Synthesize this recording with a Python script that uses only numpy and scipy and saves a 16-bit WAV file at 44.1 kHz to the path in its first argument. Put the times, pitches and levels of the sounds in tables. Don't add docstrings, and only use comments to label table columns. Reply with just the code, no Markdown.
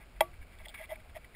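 import sys
import numpy as np
from scipy import signal
from scipy.fft import rfft, irfft
from scipy.io import wavfile
from scipy.ndimage import uniform_filter1d

SR = 44100
rng = np.random.default_rng(int(sys.argv[2]) if len(sys.argv) > 2 else 0)


def to_wav(s):
    ch = np.atleast_2d(s).T
    pcm = np.round(np.clip(ch, -1, 1) * 32767)
    wavfile.write(sys.argv[1], SR, pcm.astype(np.int16))


N = 59535
T = np.arange(N) / SR


def from_db(db):
    return 10 ** (np.asarray(db) / 20)


def rms_one(x):
    return x / np.sqrt(np.mean(x ** 2) + 1e-20)


def evened(x, size):
    power = uniform_filter1d(uniform_filter1d(x * x, size), size)
    return x / np.sqrt(power + 1e-12)


def high_pass(x, hz, order):
    return signal.sosfilt(signal.butter(order, hz, "high", fs=SR, output="sos"), x)


def noise(spectrum):
    hz, db = np.transpose(spectrum)
    bins = np.maximum(np.fft.rfftfreq(N, 1 / SR), 1)
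    gain = from_db(np.interp(np.log(bins), np.log(hz), db))
    return rms_one(irfft(rfft(rng.standard_normal(N)) * gain, N))


def decay(start, t60):
    age = np.maximum(T - start, 0)
    return np.exp(-np.log(1000) * age / t60)


def ring(start, hz, t60):
    age = np.maximum(T - start, 0)
    return np.sin(2 * np.pi * hz * age) * decay(start, t60)


GRAINS_PER_S, GRAIN_SPREAD_DB = 1200, 3


def friction(colour):
    boost_db = GRAIN_SPREAD_DB * np.minimum(rng.exponential(1, N), 5)
    sizes = from_db(boost_db) * rng.choice([-1, 1], N)
    slips = sizes * (rng.random(N) < GRAINS_PER_S / SR) + 1e-18
    out = 0
    for hz, width, db in colour:
        r = np.exp(-np.pi * width / SR)
        g = (1 - r * r) / 2
        section = [g, 0, -g, 1, -2 * r * np.cos(2 * np.pi * hz / SR), r * r]
        out = out + from_db(db) * signal.sosfilt([section, section], slips)
    return evened(out, size=280)


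RISE_SHARE, FALL_SHARE = 0.9, 0.86


def swells(rows):
    power = 0
    for middle, half, db in rows:
        spread = half * np.where(T < middle, RISE_SHARE, FALL_SHARE)
        power = power + from_db(db) ** 2 * np.exp(-.5 * ((T - middle) / spread) ** 2)
    return np.sqrt(power)


# (time [s], level [dB])
RUMBLE_LEVEL = [(0.0, -54), (0.13, -58), (0.168, -47), (0.274, -56.5), (0.344, -49.5), (0.372, -58),
                (0.406, -42.5), (0.45, -54.5), (0.532, -56.5), (0.62, -49), (0.752, -58), (0.972, -52.5),
                (0.996, -57.5), (1.134, -51.5), (1.222, -59), (1.244, -53), (1.318, -69), (1.35, -50.5)]
# (frequency [Hz], density [dB per Hz])
RUMBLE = [(10, -8.5), (22, -2), (45, 1.5), (72, -6.5), (95, -10.5), (145, -29.5), (400, -38), (1000, -112)]
RUMBLE_TRIM_DB = 0.5


def rumble():
    level_db = RUMBLE_TRIM_DB + np.interp(T, *np.transpose(RUMBLE_LEVEL))
    return from_db(level_db) * evened(noise(RUMBLE), size=1200)


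# (frequency [Hz], density [dB per Hz])
HISS = [(60, 1), (150, 7.5), (250, 3), (450, 1), (700, 1), (1000, -4), (1400, -1), (1900, -6.5), (2280, 0),
        (2900, -7), (3600, -11), (5000, -12), (6000, -15)]
HISS_DB = -60


def hiss():
    return from_db(HISS_DB) * noise(HISS)


# (middle time [s], half length [s], level [dB], pressure [0-1])
SCRAPES = [(0.019, 0.014, -58.5, 0.44), (0.17, 0.0074, -61.5, 0.4), (0.34, 0.0042, -57, 0),
           (0.426, 0.007, -55.5, 0), (0.533, 0.016, -60.5, 0.4), (0.607, 0.011, -54.5, 0.16),
           (.648, 0.0055, -56.5, .4), (.660, 0.0023, -43, .95), (0.71, 0.023, -61.5, .2),
           (.746, 0.0027, -42, 0.3), (0.755, .006, -45.5, 0), (0.789, 0.011, -48, .3),
           (0.813, 0.0048, -47.5, 1), (0.84, 0.0087, -47, 0), (0.904, 0.0073, -47.5, 1),
           (0.917, 0.0031, -44, 1), (0.935, 0.0099, -51, 0.33), (0.959, 0.0031, -50, 0),
           (1.002, 0.004, -56, 0.3), (1.05, 0.0051, -65, 0.7), (1.101, 0.0053, -56, .3),
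           (1.16, .006, -49, 0.9), (1.174, 0.0028, -49.5, 0.1), (1.23, 0.031, -66, 0),
           (1.247, 0.0035, -52, 0.43), (1.348, 0.0027, -51.5, 1)]
# (frequency [Hz], width of one pass [Hz], level [dB])
LIGHT_COLOUR = [(1130, 1160, -13), (1625, 188, -3.5), (2020, 187, 0), (2235, 210, 3.5), (2564, 200, -10),
                (3280, 700, -19), (2230, 4300, -32)]
# (frequency [Hz], width of one pass [Hz], level [dB])
PRESSED_COLOUR = [(2037, 277, 4.5), (2295, 57, -10), (2780, 230, -9), (3270, 310, -6.5), (3635, 78, -13),
                  (5310, 530, -18)]


def scrapes():
    middle, half, db, pressure = np.transpose(SCRAPES)
    pressure = np.clip(pressure, .01, .99)
    light_db = db + 10 * np.log10(1 - pressure)
    pressed_db = db + 10 * np.log10(pressure)
    light = friction(LIGHT_COLOUR) * swells(zip(middle, half, light_db))
    pressed = friction(PRESSED_COLOUR) * swells(zip(middle, half, pressed_db))
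    return high_pass(light + pressed, hz=430, order=2)


# (middle time [s], half length [s], level [dB])
GRINDS = [(.012, 0.0078, -60), (.612, 0.0063, -56), (.670, 0.0034, -48), (.70, .008, -57.5),
          (.812, 0.0089, -44.5), (.903, 0.0057, -44), (.9235, 0.0058, -33.5), (.936, .003, -64),
          (.98, 0.015, -56.5), (1.061, 0.0025, -55), (1.154, 0.0034, -52), (1.167, 0.0028, -38),
          (1.178, 0.0047, -50)]
# (frequency [Hz], width of one pass [Hz], level [dB])
GRIND_COLOUR = [(628.6, 62, 14.5), (830, 89, 0), (905, 61, -22.5), (774, 510, -16)]


def grinds():
    return high_pass(friction(GRIND_COLOUR) * swells(GRINDS), hz=600, order=6)


# (time [s], level [dB], brightness [dB per octave])
CONTACTS = [(0.20687, -11.5, 7.5), (0.20863, -11.5, -10), (0.20987, -7, -5.5)]
# (frequency [Hz], level [dB], t60 [s])
CASE = [(350, -31.5, .21), (591, -24, .033), (645, -19, .065), (711, -52, .3), (828, -14, .028),
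        (929, -25, .053), (1147, -21.5, .16), (1650, -46, .08), (2020, -9, .016), (2300, -30, .05),
        (2660, -25, .026), (3250, -19, .025), (3760, -39, .04), (5230, -38, .022)]
PIVOT_HZ = 1360
CASE_EDGE_HZ = 477
RATTLE_DB, RATTLE_T60_S = -36.5, 0.079
TAIL_DB, TAIL_T60_S = -52, 0.4


def knock():
    case = 0
    for start, db, tilt in CONTACTS:
        for hz, mode_db, t60 in CASE:
            tilt_db = tilt * np.log2(hz / PIVOT_HZ)
            case = case + from_db(db + mode_db + tilt_db) * ring(start, hz, t60)
    first = CONTACTS[0][0]
    rattle = from_db(RATTLE_DB) * friction(PRESSED_COLOUR) * decay(first, RATTLE_T60_S)
    tail = from_db(TAIL_DB) * noise(HISS) * decay(first, TAIL_T60_S)
    return high_pass(case, CASE_EDGE_HZ, order=4) + (T > first) * (rattle + tail)


# (time [s], level [dB])
TICKS = [(.5865, -44.5), (.652, -42), (.6835, -32), (.6915, -36), (.697, -40.5), (.7005, -44), (.704, -47),
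         (.744, -59), (.8225, -43.5), (.8555, -44.5)]
# (frequency [Hz], level [dB], t60 [s])
CHIP = [(3100, -20, 0.0056), (3410, -0.5, 0.0098), (3970, -18, .009), (4440, -20, 0.021),
        (4750, -10, 0.0073)]
TICK_ATTACK_S = 0.00037
CHIP_DETUNE = 0.023


def chips():
    out = 0
    for start, db in TICKS:
        attack = 1 - np.exp(-(np.maximum(T - start, 0) / TICK_ATTACK_S) ** 2)
        for hz, mode_db, t60 in CHIP:
            pitch = hz * (1 + CHIP_DETUNE * rng.standard_normal())
            out = out + attack * from_db(db + mode_db) * ring(start, pitch, t60)
    return out


def scene():
    return (rumble() + hiss() + scrapes() + grinds() + knock() + chips())[None]


INPUT_EDGE_HZ, HOLD_HZ, CUTOFF_HZ = 5336, 12000, 15600


def record(dry):
    band = signal.sosfilt(signal.butter(12, INPUT_EDGE_HZ, fs=SR, output="sos"), dry)
    fine = signal.resample_poly(band, 4 * HOLD_HZ, SR, axis=1)
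    held = np.repeat(fine[:, ::4], 4, axis=1)
    out = signal.resample_poly(held, SR, 4 * HOLD_HZ, axis=1)[:, :N]
    return signal.sosfilt(signal.ellip(10, .2, 80, CUTOFF_HZ, fs=SR, output="sos"), out)


dry = scene()
out = record(dry)
to_wav(out)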